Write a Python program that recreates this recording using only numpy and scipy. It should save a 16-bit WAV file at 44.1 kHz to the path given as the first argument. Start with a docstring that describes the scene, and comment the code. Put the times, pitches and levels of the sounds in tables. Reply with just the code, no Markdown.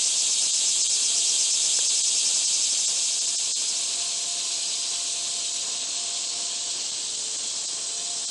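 """A summer meadow, one microphone. Close by, a cicada throbs faster and fades: clicks ring its tymbals and belly.
Farther off, coloured noise and tiny rasps make a dense chorus; pulsed tones make trilling crickets, a thin one late.
Katydids buzz at the top as noise cut by wing strokes. A distant road murmurs underneath as dark noise, with
wavering tones for tyre hum and an engine's whine. One light tick is heard, and the sound around the insects'
buzz dips briefly now and then."""
import sys
import numpy as np
from scipy import signal
from scipy.fft import rfft, irfft
from scipy.io import wavfile
from scipy.ndimage import uniform_filter1d

SR = 44100
rng = np.random.default_rng(int(sys.argv[2]) if len(sys.argv) > 2 else 0)


def master_out(mix):
    """Clip the mix to full scale and print it as 16-bit PCM to the path in sys.argv[1]."""
    frames = np.transpose(np.atleast_2d(mix))
    ceiling = np.clip(frames, -1, 1)
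    pcm = np.round(ceiling * 32767).astype(np.int16)
    wavfile.write(sys.argv[1], SR, pcm)


N = 366030
TIME = np.arange(N) / SR  # s

# the near cicada's tymbal ring: f/Hz, relative density/dB per Hz
TYMBAL_SPECTRUM = [(1800, -37), (2500, -12), (3200, -16.5), (4300, -6.5), (5700, -13), (6300, 4),
                   (6550, 2.5), (6800, -2), (7050, 3), (7350, 5), (7650, -4), (8000, 3), (8600, -3.5),
                   (9700, -19.5), (10600, -48)]
# what its abdomen radiates well, as a relative spectrum: f/Hz, gain/dB
BELLY_RADIATION = [(1500, -38), (2600, 0), (3200, 12), (3400, 3.5), (3700, 6), (4200, -7), (4500, -10.5),
                   (4950, 6.5), (5650, 0.5), (6100, -2), (6500, -2.5), (7000, -2), (9000, -18)]
# how fast it throbs: t/s, throb rate/Hz
CICADA_THROBS = [(0, 7.785), (.6, 8.117), (1.6, 8.469), (2.3, 10.724), (3, 12.53), (3.6, 12.27), (5, 14.1)]
# its song holds, then dies away: t/s, level/dB
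CICADA_LEVEL = [(0, -25), (1.1, -24.5), (2.1, -24), (3.1, -26.5), (3.55, -28), (4, -32), (4.35, -36.5),
                (4.9, -37.5), (5.5, -55)]
FIRST_THROB_S = .061


def cicada(cycles_per_s=366, full_lift_per_s=9.1, tymbal_db=0.5, belly_db=-4.0, ground_share=0.25):
    """Buckling tymbals click; with each throb the abdomen lifts and its resonance sweeps up and back."""
    rate = curve(CICADA_THROBS)[0]
    throb = np.cumsum(rate) / SR
    throb = throb - np.interp(FIRST_THROB_S, TIME, throb)
    lift = (.5 + .5 * np.cos(2 * np.pi * throb)) ** 2
    # between quick throbs the abdomen has no time to sink all the way
    depth = np.minimum(full_lift_per_s / rate, 1) ** .5
    lift = 1 - depth * (1 - lift)

    # the buckling slows a little as the abdomen lifts, and jitters
    unsteadiness = 1 - .08 * (lift - .5) + .026 * drift(120)
    cycles = np.cumsum(cycles_per_s * unsteadiness) / SR
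    # two ribs buckle in each cycle; the first is stronger and does most to drive the abdomen
    rib = np.floor(2 * cycles)
    snap_size = gain_of(1.45 * rng.standard_normal(N))
    snaps = np.diff(rib, prepend=0) * rng.choice([-1, 1], N) * snap_size
    first = snaps * (1 - rib % 2)
    second = snaps * (rib % 2)

    belly_hz, width_hz = 4100 + 1800 * lift, 1350
    belly = resonate(first + .4 * second, belly_hz, width_hz)
    belly = resonate(belly, belly_hz, width_hz) * gain_of(6.5 * lift)
    tymbal = colour(first + .8 * second, TYMBAL_SPECTRUM) * gain_of(1.1 * (lift - .5))
    song = gain_of(tymbal_db) * tymbal + gain_of(belly_db) * colour(belly, BELLY_RADIATION)
    # the ground's echo, 1/468 s late, combs the spectrum
    ground = np.roll(song, round(SR / 468))
    song = scatter(song + ground_share * ground, t60=.08, wet_db=-4.5)
    return gain_of(curve(CICADA_LEVEL)[0]) * evened(song)


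# the far chorus: f/Hz, relative density/dB per Hz
CHORUS_SPECTRUM = [(1120, -76), (1900, -27), (2320, -17.5), (2830, -9), (3500, -4.5), (4050, -1.5),
                   (4390, -2.5), (5680, -1.5), (8080, 0.5), (8510, -1.5), (8760, -15), (9430, -16),
                   (9640, -20), (11000, -23.5), (14300, -60), (22000, -120)]
# its mean level: t/s, level/dB
CHORUS_LEVEL = [(0, -29), (2.5, -29), (3.5, -32.5), (4.3, -30), (5, -29.5), (5.6, -30), (6.3, -30.5),
                (7, -30.5), (7.6, -30.5), (8.3, -31.5)]
# the lower-voiced part of the chorus: f/Hz, relative density/dB per Hz
LOW_CHORUS_SPECTRUM = [(1900, -33.5), (2600, -13), (3300, -12.5), (3700, -8.5), (4050, -8), (4350, -5.5),
                       (4700, -24), (5500, -41)]
# its mean level: t/s, level/dB
LOW_CHORUS_LEVEL = [(0, -40), (2, -43), (3.5, -38), (4.5, -37.5), (5.3, -39), (6.2, -39.5), (6.8, -41),
                    (7.4, -46), (8.3, -50)]


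def chorus(rasps_per_s=2500, rasp_db=-5, rasp_size_db=3):
    """Countless far insects merge into a sizzle; the nearer ones stand out as tiny rasps."""
    moments = rng.random(N) < rasps_per_s / SR
    sizes = gain_of(rasp_size_db * np.minimum(rng.exponential(1, N), 4))
    rasps = moments * rng.choice([-1, 1], N) * sizes
    sizzle = rng.standard_normal(N) + gain_of(rasp_db) * evened(rasps)
    high = strands(colour(sizzle, CHORUS_SPECTRUM), patchy_db=3.0)
    high = high * gain_of(curve(CHORUS_LEVEL)[0] + 0.35 * drift(33))
    low = colour(rng.standard_normal(N), LOW_CHORUS_SPECTRUM)
    low = low * strokes(10, wander=0.14, sharpness=0.27)
    return high + low * gain_of(curve(LOW_CHORUS_LEVEL)[0] + 0.95 * drift(16))


def strands(x, patchy_db, width_hz=40, length_s=.25):
    """Narrow strands of pitch come forward and sink back as single singers do."""
    hz, s, z = signal.stft(x, SR, nperseg=2048, noverlap=1536)
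    bins = max(round(width_hz / hz[1]), 1)
    frames = max(round(length_s / s[1]), 1)
    patches = uniform_filter1d(rng.standard_normal(z.shape), bins, axis=0)
    patches = evened(uniform_filter1d(patches, frames, axis=1))
    patchy = signal.istft(z * gain_of(patchy_db * patches), SR, nperseg=2048, noverlap=1536)[1]
    return evened(patchy[:N])


# single trilling crickets: mean f/Hz, mean wing-stroke rate/Hz, level/dB
STEADY_CRICKETS = [(7840, 29.6, -42), (7370, 58, -44.5), (6870, 63, -47.5), (6490, 30, -45),
                   (4117, 41, -45.5), (3155, 52, -50.5), (4935, 47, -46)]
# the late thin trill: t/s, level/dB
LATE_TRILL_LEVEL = [(0, -90), (6.4, -78), (6.7, -63), (7, -51), (7.6, -52.5), (8.3, -48)]


def crickets():
    """Wing strokes pulse each singer's tone: the steady trillers and the late high one."""
    steady = sum(gain_of(db) * cricket(hz, per_s, spread=.018) for hz, per_s, db in STEADY_CRICKETS)
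    late = cricket(hz=9160, per_s=62, spread=0.0098)
    return steady + gain_of(curve(LATE_TRILL_LEVEL)[0]) * late


def cricket(hz, per_s, spread):
    """A scraper drawn over the wing's file: a pulsed tone whose pitch is never quite steady."""
    pitch = hz * (1 + spread * drift(151.8))
    tone = np.sin(2 * np.pi * np.cumsum(pitch) / SR)
    trill = tone * strokes(per_s, wander=0.0218, sharpness=0.92)
    return evened(scatter(trill, t60=0.089, wet_db=-3))


# the katydids' buzz: f/Hz, relative density/dB per Hz
KATYDID_SPECTRUM = [(7500, -25), (8800, 10.5), (9400, -0.5), (10200, 3), (11000, -1), (12000, -22)]
# their song: t/s, level/dB, mean wing-stroke rate/Hz
KATYDID_STROKES = [(0, -38.5, 174), (1.2, -38.5, 184), (2.9, -40, 182), (3.3, -41, 141), (4.5, -45, 120),
                   (5.6, -45.5, 119.5), (5.85, -58, 122), (8.3, -70, 120)]


def katydids():
    """Quick wing strokes, each a dry rasp of noise."""
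    db, per_s = curve(KATYDID_STROKES)
    rasps = rng.standard_normal(N) * strokes(per_s, wander=0.0139, sharpness=0.44)
    return gain_of(db) * colour(rasps, KATYDID_SPECTRUM)


# a small tick, as of a finger on the equipment: f/Hz, relative level/dB, t60/s
TICK_RING = [(514, 0.5, 0.027), (720, 1, 0.0091), (1000, 2, 0.0083), (1300, -6, 0.0075), (1620, 2.5, 0.016)]
TICK_S, TICK_DB = 1.7895, -32.5


def tick(low_hz=400, high_hz=2000):
    """One light, bodiless knock: a few modes that die at once, band-limited."""
    t = np.maximum(TIME - TICK_S, 0)
    ring = 0
    for hz, db, t60 in TICK_RING:
        ring = ring + gain_of(TICK_DB + db - 60 * t / t60) * np.sin(2 * np.pi * hz * t)
    return signal.sosfilt(signal.butter(2, [low_hz, high_hz], "bandpass", fs=SR, output="sos"), ring)


# the distant road's murmur: f/Hz, relative density/dB per Hz
ROAD_SPECTRUM = [(15, -60), (25, -24), (140, -10), (353, -5), (403, -6.5), (435, -5.5), (612, -5.5),
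                 (685, -3.5), (753, -5.5), (963, -7.5), (1060, -7), (1260, -10), (1670, -10), (1940, -13.5),
                 (2300, -12), (2990, -37), (5060, -120)]
ROAD_DB = -49.5
# the tyre hum's tones: f/Hz, width/Hz, relative level/dB, share of the swell (in dB) that each follows
TYRE_TONES = [(699, 3.1, -0.5, 0.93), (1044, 12.1, 0, 0.57), (1097, 26, -10.5, 0.91), (1720, 38, -4, 0.22),
              (1565, 19, -9, .2), (511, 5.4, -10, 0.81)]
# the hum swells over a faint steady level: start t/s, length/s, full-share level/dB
TYRE_SWELLS = [(1.12, 0.18, -58), (2.8, 0.76, -57.5), (3.75, 0.79, -51), (4.45, 1.15, -53.5),
               (5.6, 1.15, -53), (7.55, .85, -53.5)]
HUM_REST_DB = -66.5
# an engine's brief whines over a fainter steady tone: start t/s, length/s, level/dB
ENGINE_WHINES = [(7.02, .3, -55), (7.85, 0.21, -58)]
WHINE_HZ, WHINE_WIDTH_HZ, WHINE_REST_DB = 443.5, 4, -65


def road(unsteady_db=1.45):
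    """A soft murmur of noise; narrow tones of tyre hum and an engine's whine swell and sink over it."""
    murmur = colour(rng.standard_normal(N), ROAD_SPECTRUM) * gain_of(ROAD_DB + unsteady_db * drift(22))
    swell_db = swells(TYRE_SWELLS, HUM_REST_DB)
    hum = 0
    for hz, width, db, share in TYRE_TONES:
        hum = hum + gain_of(HUM_REST_DB + db + share * swell_db) * far_tone(hz, width)
    whine_db = WHINE_REST_DB + swells(ENGINE_WHINES, WHINE_REST_DB)
    return murmur + hum + gain_of(whine_db) * far_tone(WHINE_HZ, WHINE_WIDTH_HZ)


def swells(rows, rest_db, edge_s=.1):
    """Decibels above a resting level: each swell rises, holds and falls."""
    rises = []
    for start, length, db in rows:
        inside = np.minimum(TIME - start, start + length - TIME)  # s from the nearer end
        rises.append((db - rest_db) * np.clip(.5 + inside / edge_s, 0, 1))
    return np.max(rises, axis=0)


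def far_tone(hz, width, fading_db=2.5):
    """A narrow tone that wavers and fades on the air."""
    turns = np.cumsum(hz + width / 2 * drift(width)) / SR
    return evened(np.sin(2 * np.pi * turns) * gain_of(fading_db * drift(6.9)))


# brief dips of the sound around the buzz, the deeper the longer: t/s, depth/dB
BRIEF_DIPS = [(0.521, 16), (0.83, 15), (.885, 14), (1.525, 12), (1.886, 13), (2.029, 17), (2.462, 12),
              (2.868, 14), (3.202, 14), (3.265, 12), (3.372, 18), (3.541, 26.5), (5.34, 5.5), (5.53, 8.5),
              (6.26, 8.5), (6.91, 10.5), (7.165, 8), (7.375, 11.5), (7.67, 14), (7.885, 7), (8.268, 17)]
DIP_S_PER_DB = .0012  # length per dB of depth, between the points where 1/e of the depth is left


def dipped(x, low_hz=3400, high_hz=8800):
    """Now and then everything below and above the insects' buzz dips for a moment."""
    buzz = signal.sosfiltfilt(signal.butter(4, [low_hz, high_hz], "bandpass", fs=SR, output="sos"), x)
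    dip_db = 0
    for s, depth in BRIEF_DIPS:
        dip_db = dip_db + depth * np.exp(-(2 * (TIME - s) / (DIP_S_PER_DB * depth)) ** 2)
    return buzz + (x - buzz) * gain_of(-dip_db)


def scatter(x, t60, wet_db):
    """Stems and leaves add a short diffuse tail."""
    t = TIME[:SR // 4]
    tail = evened(rng.standard_normal(len(t)) * gain_of(-60 * t / t60)) / np.sqrt(len(t))
    return x + gain_of(wet_db) * signal.oaconvolve(x, tail)[:N]


def strokes(per_s, wander, sharpness):
    """The swell of each wing stroke, at a slightly unsteady rate."""
    turns = np.cumsum(per_s * (1 + wander * drift(3.2))) / SR
    return evened(np.exp(sharpness * np.cos(2 * np.pi * turns)))


def resonate(x, hz, width):
    """A resonance of gain one that follows the curve hz: shift to zero, smooth, shift back."""
    turn = np.exp(2j * np.pi * np.cumsum(hz * np.ones(N)) / SR)
    r = np.exp(-np.pi * width / SR)
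    return 2 * (turn * signal.lfilter([1 - r], [1, -r], x / turn + 1e-18)).real


def drift(per_s):
    """Slow chance with an rms of one, changing about so often a second."""
    hz = np.fft.rfftfreq(N, 1 / SR)
    return evened(irfft(rfft(rng.standard_normal(N)) / (1 + (hz / per_s) ** 4), N))


def colour(x, points):
    """Filters by a (f/Hz, gain/dB) spectrum; the result has an rms of one."""
    f, db = np.transpose(points)
    hz = np.fft.rfftfreq(N, 1 / SR)
    gain_db = np.interp(np.log(hz + 1), np.log(f + 1), db, left=-90, right=-90)
    return evened(irfft(rfft(x) * gain_of(gain_db), N))


def curve(rows):
    """Each column of a timed table, drawn out to every sample."""
    s, *columns = np.transpose(rows)
    return [np.interp(TIME, s, c) for c in columns]


def evened(x):
    """Scales to an rms of one."""
    return x / np.sqrt(np.mean(abs(x) ** 2) + 1e-20)


def gain_of(db):
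    """Decibels to amplitude."""
    return 10 ** (np.asarray(db) / 20)


def scene():
    """The meadow, the same in both channels."""
    meadow = dipped(cicada() + chorus() + crickets() + katydids() + tick() + road())
    return np.array([meadow, meadow])


def record(dry, low_cut_hz=42, edge_hz=11030):
    """The microphone's bass roll-off and the recorder's band limit."""
    thin = signal.sosfilt(signal.butter(2, low_cut_hz, "highpass", fs=SR, output="sos"), dry)
    band_limit = signal.firwin(1023, edge_hz, window=("kaiser", 9), fs=SR)
    return signal.oaconvolve(thin, band_limit[None], "same")


dry = scene()
out = record(dry)
master_out(out)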